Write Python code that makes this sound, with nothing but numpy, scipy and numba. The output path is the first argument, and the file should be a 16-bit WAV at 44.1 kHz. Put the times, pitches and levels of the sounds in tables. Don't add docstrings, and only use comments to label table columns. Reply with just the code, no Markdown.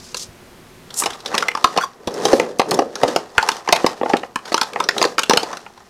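import sys
import numpy as np
from scipy import signal
from scipy.fft import rfft, irfft
from scipy.io import wavfile
from scipy.ndimage import uniform_filter1d
from numba import njit

SR = 44100
rng = np.random.default_rng(int(sys.argv[2]) if len(sys.argv) > 2 else 0)


def wrap_up_sound(samples):
    columns = np.atleast_2d(samples).T
    tamed = np.clip(columns, -1, 1)
    steps = np.round(tamed * 32767).astype(np.int16)
    wavfile.write(sys.argv[1], SR, steps)


def volts(x):
    e = np.asarray(x, float) / 20
    return 10 ** e


N = 259924

# pitch in Hz before detuning, level in dB, time to fall 60 dB in seconds.
TRAY_MODES = [(770, -3, 0.013), (887, -1.5, 0.015), (1050, -2, 0.013), (1331, -2.5, 0.014),
              (1658, -3.5, 0.011), (1998, -2, 0.011), (2834, -2.5, 0.0045)]
# pitch in Hz before detuning, level in dB, time to fall 60 dB in seconds.
DRAWER_MODES = [(238, 4, 0.04), (396, 2, 0.002), (409, 10, 0.024), (493, 26, 0.012)]
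# frequency in Hz, relative level in dB.
CRACK_COLOUR = [(700, -9), (1600, -11.5), (3400, 0.5), (5500, 2.5), (10400, -12), (16000, -25)]
RING_S = .08


def unit(x):
    return x / np.sqrt(np.mean(x ** 2))


def peak(x):
    return x / np.abs(x).max(axis=-1, keepdims=True)


def colour(x, points):
    hz, db = np.transpose(points)
    f = np.fft.rfftfreq(x.shape[-1], 1 / SR) + 1
    gain = volts(np.interp(np.log(f), np.log(hz), db))
    return irfft(rfft(x) * gain, x.shape[-1])


def rings(modes, detune):
    hz, db, t60 = np.array(modes).T[:, :, None]
    t = np.arange(int(RING_S * SR)) / SR
    sense = (-1) ** np.arange(len(modes))[:, None]
    decay = np.exp(-np.log(1000) * t / t60)
    return sense * volts(db) * decay * np.sin(2 * np.pi * hz * detune * t)


def walk(rate):
    k = int(SR / rate)
    held = np.repeat(rng.standard_normal(N // k + 1), k)
    return unit(uniform_filter1d(held, k)[:N])


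def grit(shape, spread_db):
    grain_size = np.minimum(rng.exponential(size=shape), 6.0)
    return rng.standard_normal(shape) * volts(spread_db * grain_size)


@njit
def svf(x, hz, sharp):
    y, band, low, damping = np.empty(len(x)), 0., 0., 1 / sharp
    for i in range(len(x)):
        g = np.tan(np.pi * hz[i] / SR)
        v = (band + g * (x[i] - low)) / (1 + g * (g + damping))
        band, low, y[i] = 2 * v - band, low + 2 * g * v, damping * v
    return y


def strokes(table, rise_db_s, fall_db_s):
    start, length, db = np.array(table).T[:3, :, None]
    t = np.arange(N) / SR
    before, after = np.maximum(start - t, 0), np.maximum(t - start - length, 0)
    return volts(db - rise_db_s * before - fall_db_s * after)


def loudest(table, gains):
    return gains.max(axis=0), np.array(table)[gains.argmax(axis=0), -1]


def room_air():
    # frequency in Hz, relative level in dB.
    air_colour = [(25, -14.5), (242, -8), (317, -19), (354, -5.5), (416, -15), (1950, -23), (16000, -38)]
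    # time in seconds, rms level in dB.
    air_level = [(.9, -43.5), (1.6, -52)]
    s, db = np.transpose(air_level)
    level = np.interp(np.arange(N) / SR, s, db)
    return volts(level) * unit(colour(rng.standard_normal(N), air_colour))


def brush():
    # start in seconds, length in seconds, level in dB, centre of the hiss in Hz.
    brushes = [(0.0, 0.12, -43, 5300), (.175, 0.05, -30, 5500), (.985, 0.018, -20, 7570),
               (2.24, 0.15, -45.5, 9050)]
    gain, hz = loudest(brushes, strokes(brushes, rise_db_s=709, fall_db_s=486))
    flutter = volts(2 * walk(200))
    hiss = svf(svf(grit(N, spread_db=1), hz, 1.2), hz, 1.2)
    return gain * flutter * unit(hiss)


def contacts():
    # start in seconds, ring peak in dB, strongest ring in Hz,
    # treble crack in dB against the ring.
    clacks = [(1.021, -11, 1040, -14), (1.059, -8, 800, 2), (1.342, -6.5, 1050, -8),
              (1.35, -11.5, 800, 5.5), (1.379, -6.5, 2400, 6), (1.424, -6, 1250, -5.5),
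              (1.483, -3.5, 1840, -7), (1.55, -7.5, 1090, -4), (1.572, -12.5, 1050, -6),
              (1.642, 5, 1090, -2.5), (1.775, -3, 764, 0.5), (1.783, -6, 1050, -10), (2.253, -4, 798, 5),
              (3.38, 5, 1500, -10.5), (3.427, -6.5, 806, -2.5), (3.488, -1, 970, 0.5),
              (3.675, -9, 830, -12), (3.688, -4.5, 770, -3.5), (3.725, 4, 820, 1), (3.762, -13, 2640, 4),
              (3.863, -6.5, 900, 1.5), (4.095, -8, 760, -7), (4.358, -8, 1260, 0.5), (4.519, -8, 710, -10),
              (4.543, -3, 1050, 2.5), (4.578, -7.5, 1270, 1.5), (4.613, -5.5, 1300, 2.5),
              (4.759, -8, 930, -23), (4.801, -6, 1070, -3.5), (4.888, -0.5, 1700, 4.5),
              (5.015, -2.5, 824, -2), (5.026, -4, 885, 5.5), (5.039, -4, 1290, -4.5), (5.181, -3, 1220, -5),
              (5.308, -1, 1000, -2), (5.372, -1.5, 576, 5.5), (5.529, -16, 1400, -3),
              (5.663, -25.5, 824, -7.5), (5.775, -32, 910, -5)]
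    # start in seconds, ring peak in dB,
    # drawer thud in dB against the ring, treble crack in dB against the ring.
    bumps = [(1.763, -12.5, -1, -2), (2.073, -17, 6, 5), (2.33, -8.5, 10.5, 2), (2.397, -5, -0.5, -4),
             (2.595, 1, -10, -5), (2.714, -6.5, -9, -19), (2.789, -9, 9.5, 3), (2.819, -22, 9.5, -26),
             (3.033, -4.5, 5.5, -1), (3.079, -22, 13, 9), (3.161, -3.5, 0, -1.5), (3.843, -7.5, 9, -27),
             (4.012, -13.5, 6, -31), (4.032, -14, 7.5, -30), (4.058, -10, -4.5, -30), (4.134, -2, 0, -11),
             (4.232, -14.5, -7, -36), (4.965, -13, -7, -17), (5.05, -12.5, 4.5, 5),
             (5.296, -3.5, -0.5, 8.5), (5.334, -6.5, 1.5, 5), (5.431, -15, -0.5, 4.5)]
    # start in seconds, ring peak in dB.
    ticks = [(0.144, -22.5), (0.904, -36), (1.036, -19.5), (1.103, -28.5), (1.131, -31), (1.202, -38),
             (1.259, -21), (1.275, -35), (2.954, -21.5), (3.516, -22.5), (3.566, -27.5), (4.167, -25.5),
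             (4.454, -32.5), (4.478, -31.5), (4.525, -24.5), (4.631, -21.5), (4.732, -25), (4.838, -21.5),
             (4.98, -18.5), (5.191, -13), (5.233, -17), (5.569, -26)]
    # start in seconds, crack peak in dB.
    nails = [(0.169, -12.5), (0.231, -19.5), (0.94, -12.5), (2.113, -30), (2.139, -17), (2.586, -21),
             (2.688, -22), (2.709, -6.5), (2.742, -11.5)]
    clack_thud_db, bump_ring_hz = -17.5, 800
    tick_ring_hz, tick_thud_db, tick_crack_db = 1250, -6, 11
    nail_crack_db = 24
    return ([(s, db, hz, clack_thud_db, crack, False) for s, db, hz, crack in clacks]
            + [(s, db, bump_ring_hz, thud, crack, False) for s, db, thud, crack in bumps]
            + [(s, db, tick_ring_hz, tick_thud_db, tick_crack_db, False) for s, db in ticks]
            + [(s, db - nail_crack_db, tick_ring_hz, tick_thud_db, nail_crack_db, True) for s, db in nails])


def knocks():
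    s, db, spot_hz, thud_db, crack_db, nail = np.array(contacts()).T[:, :, None]
    t = np.arange(int(RING_S * SR)) / SR
    n_tray = len(TRAY_MODES)
    chance = rng.standard_normal((len(s), 3, n_tray + len(DRAWER_MODES), 1))
    contact_s = .0034 * np.exp(.2 * chance[:, 0, 0])

    delay = (.006 + .029 * rng.random((len(s), 3, 1))) * [[0], [1], [1]]
    lag = np.maximum(t - delay, 0)
    build_up = 1 - np.exp(-lag / (0.00041 * volts(-db[:, None] / 2)))
    push = build_up * np.exp(-lag / contact_s[:, None])
    push = push[:, 0] + 0.07 * (push[:, 1] + push[:, 2])
    chatter = grit((len(s), len(t)), spread_db=4.0) * push

    pairs = sum(rings(TRAY_MODES + DRAWER_MODES, 1 + .03 * chance[:, k]) for k in (1, 2))
    modes = volts(2.5 * chance[:, 0]) * pairs
    octaves_off = np.abs(np.log2(np.array(TRAY_MODES)[:, 0] / spot_hz))
    near = volts(-8 * np.minimum(octaves_off / .45, 1.7))
    tray = np.sum(near[:, :, None] * modes[:, :n_tray], axis=1)
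    drawer = np.sum(modes[:, n_tray:], axis=1)
    ring = signal.fftconvolve(chatter, tray, axes=1)
    thud = signal.fftconvolve(chatter, drawer, axes=1)

    tc = t[:len(t) // 3]
    hz = 1500 * 2 ** (2.3 * rng.random((len(s), 10, 1)))
    case_ring = np.exp(-np.log(1000) * tc / .011) * np.sin(2 * np.pi * hz * tc).sum(axis=1)
    case = (tc == 0) + volts(-30) * case_ring
    crack = signal.fftconvolve(chatter, case, axes=1)[:, :len(t)]
    crack = colour(np.pad(crack, ((0, 0), (0, len(t) - 1))), CRACK_COLOUR)
    nail_crack = np.gradient(np.gradient(crack, axis=1), axis=1)
    crack = np.where(nail, nail_crack, crack)

    hits = volts(db) * (peak(ring) + volts(thud_db) * peak(thud) + volts(crack_db) * peak(crack))
    out = np.zeros(N + hits.shape[1])
    for start, hit in zip((s[:, 0] * SR).astype(int), hits):
        out[start:start + len(hit)] += hit
    return out[:N]


def thumps():
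    # start in seconds, strength of the blow in dB.
    blow_table = [(0.289, -29), (1.642, -31), (2.071, -24), (3.039, -28), (3.378, -17), (5.297, -32)]
    # pitch in Hz before detuning, level in dB, time to fall 60 dB in seconds.
    cabinet = [(108.5, -0.5, 0.04), (35.2, -8.5, 0.076)]
    s, db = np.array(blow_table).T
    blows = np.zeros(N)
    blows[(s * SR).astype(int)] = volts(db)
    return signal.fftconvolve(blows, rings(cabinet, 0.97).sum(axis=0))[:N]


def drag():
    # start in seconds, length in seconds, tray ring in dB, drawer rumble in dB against the ring.
    slides = [(1.045, 0.017, -32, -6.5), (1.334, 0.056, -30, -1.5), (1.64, 0.14, -36, -4),
              (2.152, .09, -34, 8), (2.257, 0.057, -24.5, 2), (2.389, 0.025, -43.5, 19.5),
              (2.725, 0.033, -34.5, 14.5), (3.036, 0.087, -30.5, 3), (3.447, 0.05, -30, -6),
              (3.74, 0.12, -31, -4), (4.094, 0.036, -35.5, 2.5), (4.49, 0.17, -36.5, -5.5),
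              (4.785, 0.046, -39.5, 7.5), (4.995, 0.01, -29.5, 3.5), (5.32, 0.14, -34, -3.5),
              (5.476, 0.043, -36.5, -1.5), (5.68, 0.26, -50, -11)]
    scratch_db = -6.5
    gains = strokes(slides, rise_db_s=138, fall_db_s=92)
    rumble_gain = np.max(volts(np.array(slides)[:, 3:]) * gains, axis=0)
    bumps = (rng.random(N) < 120 / SR) * volts(2.2 * rng.standard_normal(N) - 1)
    bumps = np.convolve(bumps, np.hanning(int(.005 * SR)), "same")
    jolts = .8 * volts(2.5 * np.array([walk(30), walk(45), walk(45)])) + bumps
    slips = jolts ** np.array([[.35], [1], [.8]]) * grit((3, N), spread_db=2.0)
    drawer = rings(DRAWER_MODES[1:], 0.94).sum(axis=0)
    tray = (rings(TRAY_MODES, 0.948) / np.array(TRAY_MODES)[:, :1]).sum(axis=0)
    rumble = unit(signal.fftconvolve(slips[0], drawer)[:N])
    ring = unit(signal.fftconvolve(slips[1], tray)[:N])
    scratch = volts(scratch_db) * unit(colour(slips[2], CRACK_COLOUR))
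    return rumble_gain * rumble + gains.max(axis=0) * (ring + scratch)


def squeak():
    # start in seconds, length in seconds, level in dB, middle pitch in Hz.
    squeaks = [(1.812, 0.016, -20.5, 1408), (1.838, 0.0043, -15, 1124)]
    walls_hz, walls_db = (3350, 4630, 5850), -7.5
    gain, hz = loudest(squeaks, strokes(squeaks, rise_db_s=2488, fall_db_s=1502))
    phase = 2 * np.pi * np.cumsum(hz * (1 + .04 * walk(900))) / SR
    rattle = grit(N, spread_db=-3)
    walls = sum(svf(rattle, np.full(N, 1. * f), 42.0) for f in walls_hz)
    tone = unit(np.sin(phase)) + unit(svf(rattle, hz, 9.0)) + volts(walls_db) * unit(walls)
    return gain * unit(tone * volts(3 * walk(400)))


def room(x):
    t60_s, level_db = .22, -15
    t = np.arange(int(.5 * SR)) / SR
    build_up = np.minimum(t / .007, 1)
    tail = rng.standard_normal(len(t)) * np.exp(-np.log(1000) * t / t60_s) * build_up
    tail = colour(tail, [(400, 1), (16000, -5.5)])
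    tail = tail / np.sqrt(np.sum(tail ** 2))
    return volts(level_db) * signal.fftconvolve(x, tail)[:N]


def scene():
    near = knocks() + drag() + brush() + squeak()
    near = signal.sosfilt(signal.butter(3, 180., "high", fs=SR, output="sos"), near)
    return (near + room(near) + thumps() + room_air())[None]


def band_limit(x):
    return signal.sosfilt(signal.butter(12, 16310, fs=SR, output="sos"), x)


def record(dry):
    clipped = np.clip(dry, -1, 1)
    mix = signal.sosfilt(signal.butter(6, 15000., fs=SR, output="sos"), clipped)
    return band_limit(mix)


dry = scene()
out = record(dry)
wrap_up_sound(out)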